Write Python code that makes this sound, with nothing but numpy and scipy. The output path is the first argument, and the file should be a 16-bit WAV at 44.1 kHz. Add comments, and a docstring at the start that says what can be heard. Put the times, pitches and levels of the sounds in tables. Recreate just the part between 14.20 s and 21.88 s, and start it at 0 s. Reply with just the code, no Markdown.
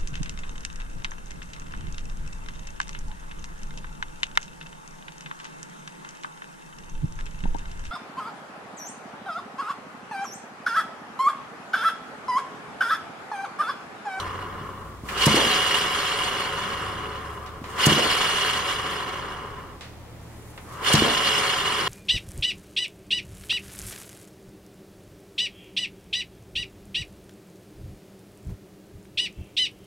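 """A loaded barbell lies on a hard floor, shaft coasting; far motors drone under room noise and hum.
Light steps and a trouser swish lead in. At 0.8 s a shoe drags over the shaft, spins it up, slips off
and lands behind it, toe then heel. The bearings whir and ring the steel, duller and quieter as it slows.
Push and landing recur from 3.4 s and 6.4 s, with a few light taps from 3.3 s on."""
import sys
import numpy as np
from scipy import signal
from scipy.fft import rfft, irfft
from scipy.io import wavfile

SR = 44100
rng = np.random.default_rng(int(sys.argv[2]) if len(sys.argv) > 2 else 0)


def put_to_file(sound):
    """Save the sound as 16-bit audio at rate SR, in the file named by the first command-line argument."""
    columns = np.atleast_2d(sound).T  # one column per channel
    safe = np.clip(columns, -1, 1)
    whole_steps = np.round(safe * 32767)
    wavfile.write(sys.argv[1], SR, whole_steps.astype(np.int16))


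N = 338688
TIME = np.arange(N) / SR
HZ = np.maximum(np.arange(N // 2 + 1) * SR / N, 1)

# diffuse sound at the ears: (frequency [Hz], coherence [-1..1])
EAR_COHERENCE = [(50, 0.63), (200, 0.93), (600, 0.61), (1100, 0.66), (1500, 0.069), (2000, 0.88),
                 (2800, -0.26), (5000, -0.22), (8000, 0.16), (14000, 0.099)]
# (frequency [Hz], relative density [dB])
ROOM_NOISE = [(12, -35), (20, -4), (85, -4.5), (119, -6.5), (140, -9.5), (153, -3), (175, -5), (196, -9),
              (282, -8.5), (416, -11), (932, -15.5), (4310, -29), (8640, -34), (15500, -38)]
# (frequency [Hz], level [dB])
HUM_TONES = [(120, -59), (170, -66)]
# (start [Hz], climb [Hz/s], top [Hz], base level [dB])
FAR_MOTORS = [(92, 3.65, 119, -58), (56.9, 5.5, 77, -56)]
# (frequency [Hz], half width [Hz], lift [dB])
ROOM_MODES = [(62.2, 3, 11.5), (73.4, 4.2, 11.5), (91.6, 4, 15.5), (102, 2.5, 12), (114.2, 2, 10)]
# shoe on shaft: (time [s], nudge length [s], nudged speed [0..1], coast length [s], hardness [dB])
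PUSHES = [(-1.95, .2, .4, 2.54, -3.2), (.83, .14, .47, 2.51, .1), (3.405, .158, .25, 1.98, .2),
          (6.435, .18, .18, 2.78, -.2)]
# brief harder rattle: (peak time [s], hardness [dB])
RATTLE_SURGES = [(1.32, 1.5), (4.26, 2), (4.5, 1), (5.12, 1)]
# (band centre [Hz], gain per contact hardness [dB/dB])
HARDNESS_BANDS = [(120, -.4), (430, -.1), (750, .1), (1100, -.1), (1500, .3), (2000, .6), (2900, 1.1),
                  (4500, 1.28), (7000, 1.22), (12000, 1.22)]
# shaft and sleeves: (frequency [Hz], width [Hz], gain [dB], left-right [dB], left lead [rad])
SHAFT_MODES = [(413, 45, -9, 2, 0.0), (544, 34, -10, -3, 0.0), (738, 32, -9, 0, 0.1),
               (1022, 36, -5, 2, 0.5), (2230, 60, -10, -4, -0.4), (2890, 76, -.4, -4, -1.0),
               (3030, 110, -7, -3, 1.6), (3180, 70, -5, -1, -0.5), (3519, 30, -3, -5, 1.7),
               (3932, 34, -9, 0, -0.5), (4358, 42, -5.3, 3, -1.8), (4785, 35, -11, -1, -0.6),
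               (5217, 45, -9.8, 4, 0.0), (5648, 20, -18, 10, -0.1), (6115, 22, -12, 10, -1.4),
               (6612, 33, -14, 3, 2.0), (7105, 40, -15, 2, -2.4), (7617, 40, -13, 4, -2.1),
               (8132, 19, -13, -1, -2.9), (8657, 16, -11, 0, -2.4), (9209, 22, -12, 6, -2.4),
               (9771, 18, -11, 2, -2.7), (10325, 22, -16, 0, -2.6), (10897, 17, -15, 4, -1.7),
               (11477, 17, -14, 1, -2.3), (12069, 22, -19, 0, -2.6), (12666, 31, -23, 2, -2.5),
               (13295, 45, -22, 2, -2.3), (13898, 40, -22, 3, -2.6)]
# broad radiation of sleeves and plates: (frequency [Hz], gain [dB])
PLATE_SPECTRUM = [(40, -16), (150, -8), (280, -12), (470, -6), (650, -15), (830, -10), (1080, 1),
                  (1900, -2.5), (2600, -9.5), (3500, -20.5), (6200, -26), (7300, -21), (8600, -27),
                  (10300, -22), (15000, -46)]
# (frequency [Hz], left-right [dB])
PLATE_BALANCE = [(500, -2), (1200, 2.5), (1600, -2.5), (2500, 5), (3500, 0), (5000, 18), (6000, 8),
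                 (8500, 11), (14000, 6)]
# weight shifts: (time [s], level [dB])
LIGHT_STEPS = [(.412, -34), (.835, -28.5), (1.267, -19.5), (3.416, -26.5)]
# (time [s], toe level [dB], heel delay [s], heel level [dB], heel boom [dB])
SHOE_LANDINGS = [(1.0674, -6.5, .076, -6, -47), (3.668, -5.5, .053, -7.5, -25), (6.74, -9, .081, -3.5, -45)]
# (frequency [Hz], gain [dB], t60 [s])
FLOOR_RESONANCES = [(63, -39, .3), (103.3, -16.5, 0.24), (146.3, -2, 0.17), (160, -3.5, 0.051),
                    (214.3, -11, 0.42), (301.6, -17, 0.31), (436, -18.5, 0.17)]
# (peak time [s], level [dB], half length [s])
CLOTH_STROKES = [(.6, -65, .22), (3.15, -61, 0.2), (6.33, -59, 0.34)]
# (time [s], level [dB], centre [Hz], t60 [s])
SOLE_SCUFFS = [(.886, -26.5, 1810, 0.11), (.974, -23, 3000, .08), (1.018, -23, 3600, .05),
               (1.154, -25, 6000, 0.13), (1.165, -23, 800, 0.13), (6.699, -16, 700, 0.054),
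               (6.75, -10.5, 3810, 0.046)]
# per landing: (delay [s], level [dB], centre [Hz], t60 [s])
SLAP_AND_RUMBLE = [(.003, -16.5, 746, 0.088), (.1, -22.5, 420, 0.55)]
# (time [s], level [dB], centre [Hz], t60 [s])
LIGHT_TAPS = [(3.262, -41.5, 1500, .17), (3.441, -38, 1100, .17), (5.609, -40, 1590, .36),
              (6.377, -37, 850, .11)]

KICK_S, PRESS_FADE_S, SURGE_HALF_S = .07, .15, .042
WHIR_GAIN_DB, DB_PER_SPEED_DECADE = -11.5, 15
HARDNESS_DB, REST_LOSS_DB, PRESS_DB = .14, 20, 1.5
TOP_TURNS_PER_S, TURN_DB, WANDER_DB, WANDER_HZ = 10, .61, .23, 12
STEP_HZ, STEP_T60_S, STEP_BOOM_DB = 272, .032, -38.5
TOE_HZ, TOE_T60_S, TOE_BOOM_DB = 313, .015, -11.5
HEEL_HZ, HEEL_T60_S = 350, .018
CUTOFF_HZ = 15700


def from_db(db):
    """Decibels to gain."""
    return 10 ** (np.asarray(db) / 20)


def unit_rms(x):
    """Scale to unit power."""
    return x / np.sqrt(np.mean(x ** 2) + 1e-20)


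def over_hz(points):
    """Table interpolated over log frequency."""
    hz, value = np.transpose(points)
    return np.interp(np.log(HZ), np.log(hz), value)


def drift(rate_hz):
    """Unit-RMS random wander up to about rate_hz."""
    return unit_rms(irfft(rfft(rng.standard_normal(N)) / (1 + (HZ / rate_hz) ** 2), N))


def spread(pair):
    """Two independent spectra to left and right: alike in the bass, apart in the treble."""
    coherence = over_hz(EAR_COHERENCE)
    mid = np.sqrt((1 + coherence) / 2) * pair[0]
    side = np.sqrt((1 - coherence) / 2) * pair[1]
    return mid + side * [[1], [-1]]


def diffuse_noise(gain):
    """Unit-RMS stereo noise with the given spectral shape."""
    return unit_rms(irfft(spread(rfft(rng.standard_normal((2, N)))) * gain, N))


def decay(t, t60_s):
    """Exponential fall, 60 dB per t60_s."""
    return np.exp(-np.log(1000) * t / t60_s)


def bell(x, centre, half_width):
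    """Gaussian of height 1."""
    return np.exp(-((x - centre) / half_width) ** 2)


def add(out, time_s, sound):
    """Mix in a short sound."""
    at = int(time_s * SR)
    out[..., at:at + sound.shape[-1]] += sound[..., :N - at]


def motor_notes():
    """Far motors speed up; standing waves swell each passing note. Rows: (pitch [Hz], level [dB])."""
    notes = []
    for start_hz, climb_hz_per_s, top_hz, db in FAR_MOTORS:
        hz = np.minimum(start_hz + climb_hz_per_s * TIME, top_hz)
        swell_db = sum(lift_db * bell(hz, centre, width) for centre, width, lift_db in ROOM_MODES)
        notes.append((hz, db + swell_db))
    return notes


def background(noise_db, waver_db, waver_hz):
    """Room noise plus slightly wavering motor and hum tones."""
    out = from_db(noise_db) * diffuse_noise(from_db(over_hz(ROOM_NOISE)))
    for hz, db in [*motor_notes(), *HUM_TONES]:
        phase = 2 * np.pi * np.cumsum(hz + waver_hz * drift(rate_hz=5.7)) / SR
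        out += np.sqrt(2) * from_db(db + waver_db * drift(rate_hz=1.3)) * np.sin(phase)
    return out


def shaft_spin():
    """Nudge, kick to full speed, even braking by friction; speed sets whir gain and contact hardness."""
    speed, pressure, push_db = 1e-3, 0, 0
    for s, nudge_s, nudged_speed, coast_s, db in PUSHES:
        since_kick_s = TIME - s - nudge_s
        nudge = np.clip((TIME - s) / nudge_s, 0, 1)
        kick = np.clip(since_kick_s / KICK_S, 0, 1)
        coast = np.clip(1 - (since_kick_s - KICK_S) / coast_s, 0, 1)
        speed = np.maximum(speed, (nudged_speed * nudge + (1 - nudged_speed) * kick) * coast)
        pressure += kick * np.exp(-np.maximum(since_kick_s, 0) / PRESS_FADE_S)  # sole loads the bearings
        push_db += nudge * (db - push_db)
    turns = np.cumsum(speed) * TOP_TURNS_PER_S / SR
    surge_db = sum(db * bell(TIME, s, SURGE_HALF_S) for s, db in RATTLE_SURGES)
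    chatter_db = TURN_DB * np.sin(2 * np.pi * turns) + surge_db
    whir_db = WHIR_GAIN_DB + DB_PER_SPEED_DECADE * np.log10(speed) + WANDER_DB * drift(WANDER_HZ)
    softening_db = REST_LOSS_DB * (1 - speed) ** 2
    return whir_db, HARDNESS_DB + push_db - softening_db + PRESS_DB * pressure + chatter_db


def rolling_contacts(rattle_db, rattle_hz, grit_db, grit_hz, flutter_db, flutter_hz):
    """Three force spectra: countless tiny impacts that bunch up, and soften as the shaft slows."""
    whir_db, hardness_db = shaft_spin()
    bunching = unit_rms(from_db(rattle_db * drift(rattle_hz) + grit_db * drift(grit_hz)))
    force = rng.standard_normal((3, N)) * bunching
    hardness_db += flutter_db * drift(flutter_hz)  # shifting load
    centres_hz, shares = np.transpose(HARDNESS_BANDS)
    out = 0
    for share, one_hot in zip(shares, np.eye(len(shares))):
        band = np.interp(np.log(HZ), np.log(centres_hz), one_hot)
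        out += band * rfft(force * from_db(whir_db + share * hardness_db))
    return out


def shaft_response():
    """Steel resonances with steep skirts, each with its own level and phase per side."""
    out = 0
    for hz, width_hz, db, pan_db, lead_rad in SHAFT_MODES:
        detuning = (HZ ** 2 - hz ** 2) / (HZ * width_hz)
        mode = from_db(db) / ((1 + 1j * detuning) * (1 + 1j * detuning / 8))
        left = from_db(pan_db / 2) * np.exp(.5j * lead_rad)
        out += np.array([[left], [1 / left]]) * mode
    return out


def bearings(shaft_gain_db):
    """Rolling contacts drive the broadband plates and the narrow shaft modes."""
    force = rolling_contacts(rattle_db=.8, rattle_hz=60, grit_db=2.2, grit_hz=500,
                             flutter_db=.6, flutter_hz=25)
    pan_db = over_hz(PLATE_BALANCE) * [[.5], [-.5]]
    plates = spread(force[:2]) * from_db(over_hz(PLATE_SPECTRUM) + pan_db)
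    shaft = force[2] * shaft_response() * from_db(shaft_gain_db)
    return irfft(plates + shaft, N)


def footsteps(band_hz):
    """A rubber sole thuds and sets the floor booming: light steps, toes, heels."""
    footfalls = [(s, db, STEP_HZ, STEP_T60_S, STEP_BOOM_DB) for s, db in LIGHT_STEPS]
    for s, toe_db, delay_s, heel_db, heel_boom_db in SHOE_LANDINGS:
        footfalls.append((s, toe_db, TOE_HZ, TOE_T60_S, TOE_BOOM_DB))
        footfalls.append((s + delay_s, heel_db, HEEL_HZ, HEEL_T60_S, heel_boom_db))
    out, t = np.zeros(N), TIME[:SR // 2]
    boom = sum(from_db(db) * np.sin(2 * np.pi * hz * t) * decay(t, t60_s)
               for hz, db, t60_s in FLOOR_RESONANCES)
    for s, db, hz, t60_s, boom_db in footfalls:
        add(out, s, -from_db(db) * np.sin(2 * np.pi * hz * t) * decay(t, t60_s))
        add(out, s + .5 / hz, from_db(boom_db) * boom)  # floor yields once the sole is flat
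    return signal.sosfilt(signal.butter(2, band_hz, "band", fs=SR, output="sos"), out)


def room_tail(x, gain_db, t60_s, wall_hz):
    """Short diffuse reverberation, dulled by the walls."""
    tail = rng.standard_normal((2, N)) * decay(TIME, t60_s) * (TIME > .008)
    response = spread(rfft(unit_rms(tail) / np.sqrt(N))) / (1 + 1j * HZ / wall_hz)
    return from_db(gain_db) * irfft(rfft(x) * response, N)


def rubbing(strokes, centre_hz, half_width_oct):
    """Uneven friction hiss, one swell per stroke: (peak time [s], level [dB], half length [s])."""
    hiss = diffuse_noise(1 / (1 + (np.log2(HZ / centre_hz) / half_width_oct) ** 4))
    swell = sum(from_db(db) * bell(TIME, s, half_s) for s, db, half_s in strokes)
    return hiss * swell * from_db(1.8 * drift(rate_hz=25))


def trouser_swishes():
    """A trouser leg swings over the bar."""
    return rubbing(CLOTH_STROKES, centre_hz=8800, half_width_oct=.62)


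def sole_rubs(nudge_gain_db, kick_db):
    """Rubber drags over the knurling twice per push: nudge, scaled by its speed, then kick."""
    strokes = []
    for s, nudge_s, nudged_speed, *_ in PUSHES:
        strokes.append((s + .65 * nudge_s, nudge_gain_db + 20 * np.log10(nudged_speed), .46 * nudge_s))
        strokes.append((s + nudge_s + KICK_S / 2, kick_db, .3 * KICK_S))
    return rubbing(strokes, centre_hz=4300, half_width_oct=1.5)


def bursts(rows, rise_s, half_width_oct, crack=0):
    """Decaying band noise per row; crack adds height to the first instant."""
    out, t = np.zeros((2, N)), TIME[:SR // 2]
    for s, db, hz, t60_s in rows:
        edges_hz = [hz / 2 ** half_width_oct, min(hz * 2 ** half_width_oct, CUTOFF_HZ)]
        band = signal.butter(2, edges_hz, "band", fs=SR, output="sos")
        noise = unit_rms(signal.sosfilt(band, rng.standard_normal((2, len(t)))))
        envelope = (decay(t, t60_s) + crack * decay(t, t60_s=.0088)) * (1 - np.exp(-t / rise_s))
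        add(out, s, from_db(db) * noise * envelope)
    return irfft(spread(rfft(out)), N)


def sole_scuffs():
    """The sole catches on bar or floor; each landing adds a slap and a hollow rumble."""
    landings = [(s + delay_s, db, hz, t60_s)
                for s, *_ in SHOE_LANDINGS for delay_s, db, hz, t60_s in SLAP_AND_RUMBLE]
    return bursts([*SOLE_SCUFFS, *landings], rise_s=.003, half_width_oct=.75)


def sole_slips(lead_s, level_db, half_s):
    """The sole zips off the steel just before landing."""
    strokes = [(s - lead_s, level_db, half_s) for s, *_ in SHOE_LANDINGS]
    return rubbing(strokes, centre_hz=6600, half_width_oct=.8)


def taps():
    """Light, sharp taps with a short ring."""
    return bursts(LIGHT_TAPS, rise_s=.0002, half_width_oct=1.4, crack=1.2)


def scene():
    """Dry bearings, foot sounds with room tail, background."""
    foot = sole_scuffs() + taps() + sole_slips(lead_s=.0039, level_db=-19.5, half_s=.0075)
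    foot += trouser_swishes() + sole_rubs(nudge_gain_db=-37.5, kick_db=-40)
    foot += footsteps(band_hz=(50, 1210))
    whir = bearings(shaft_gain_db=8)
    tail = room_tail(foot, gain_db=-6.5, t60_s=.35, wall_hz=4100)
    return whir + foot + tail + background(noise_db=-45, waver_db=.5, waver_hz=.81)


def record(dry):
    """Soft peak limit, steep low-pass."""
    rounded = dry / (1 + (dry / .8) ** 4) ** (1 / 4)
    return signal.sosfilt(signal.ellip(10, .1, 90, CUTOFF_HZ, fs=SR, output="sos"), rounded)


dry = scene()
out = record(dry)
put_to_file(out)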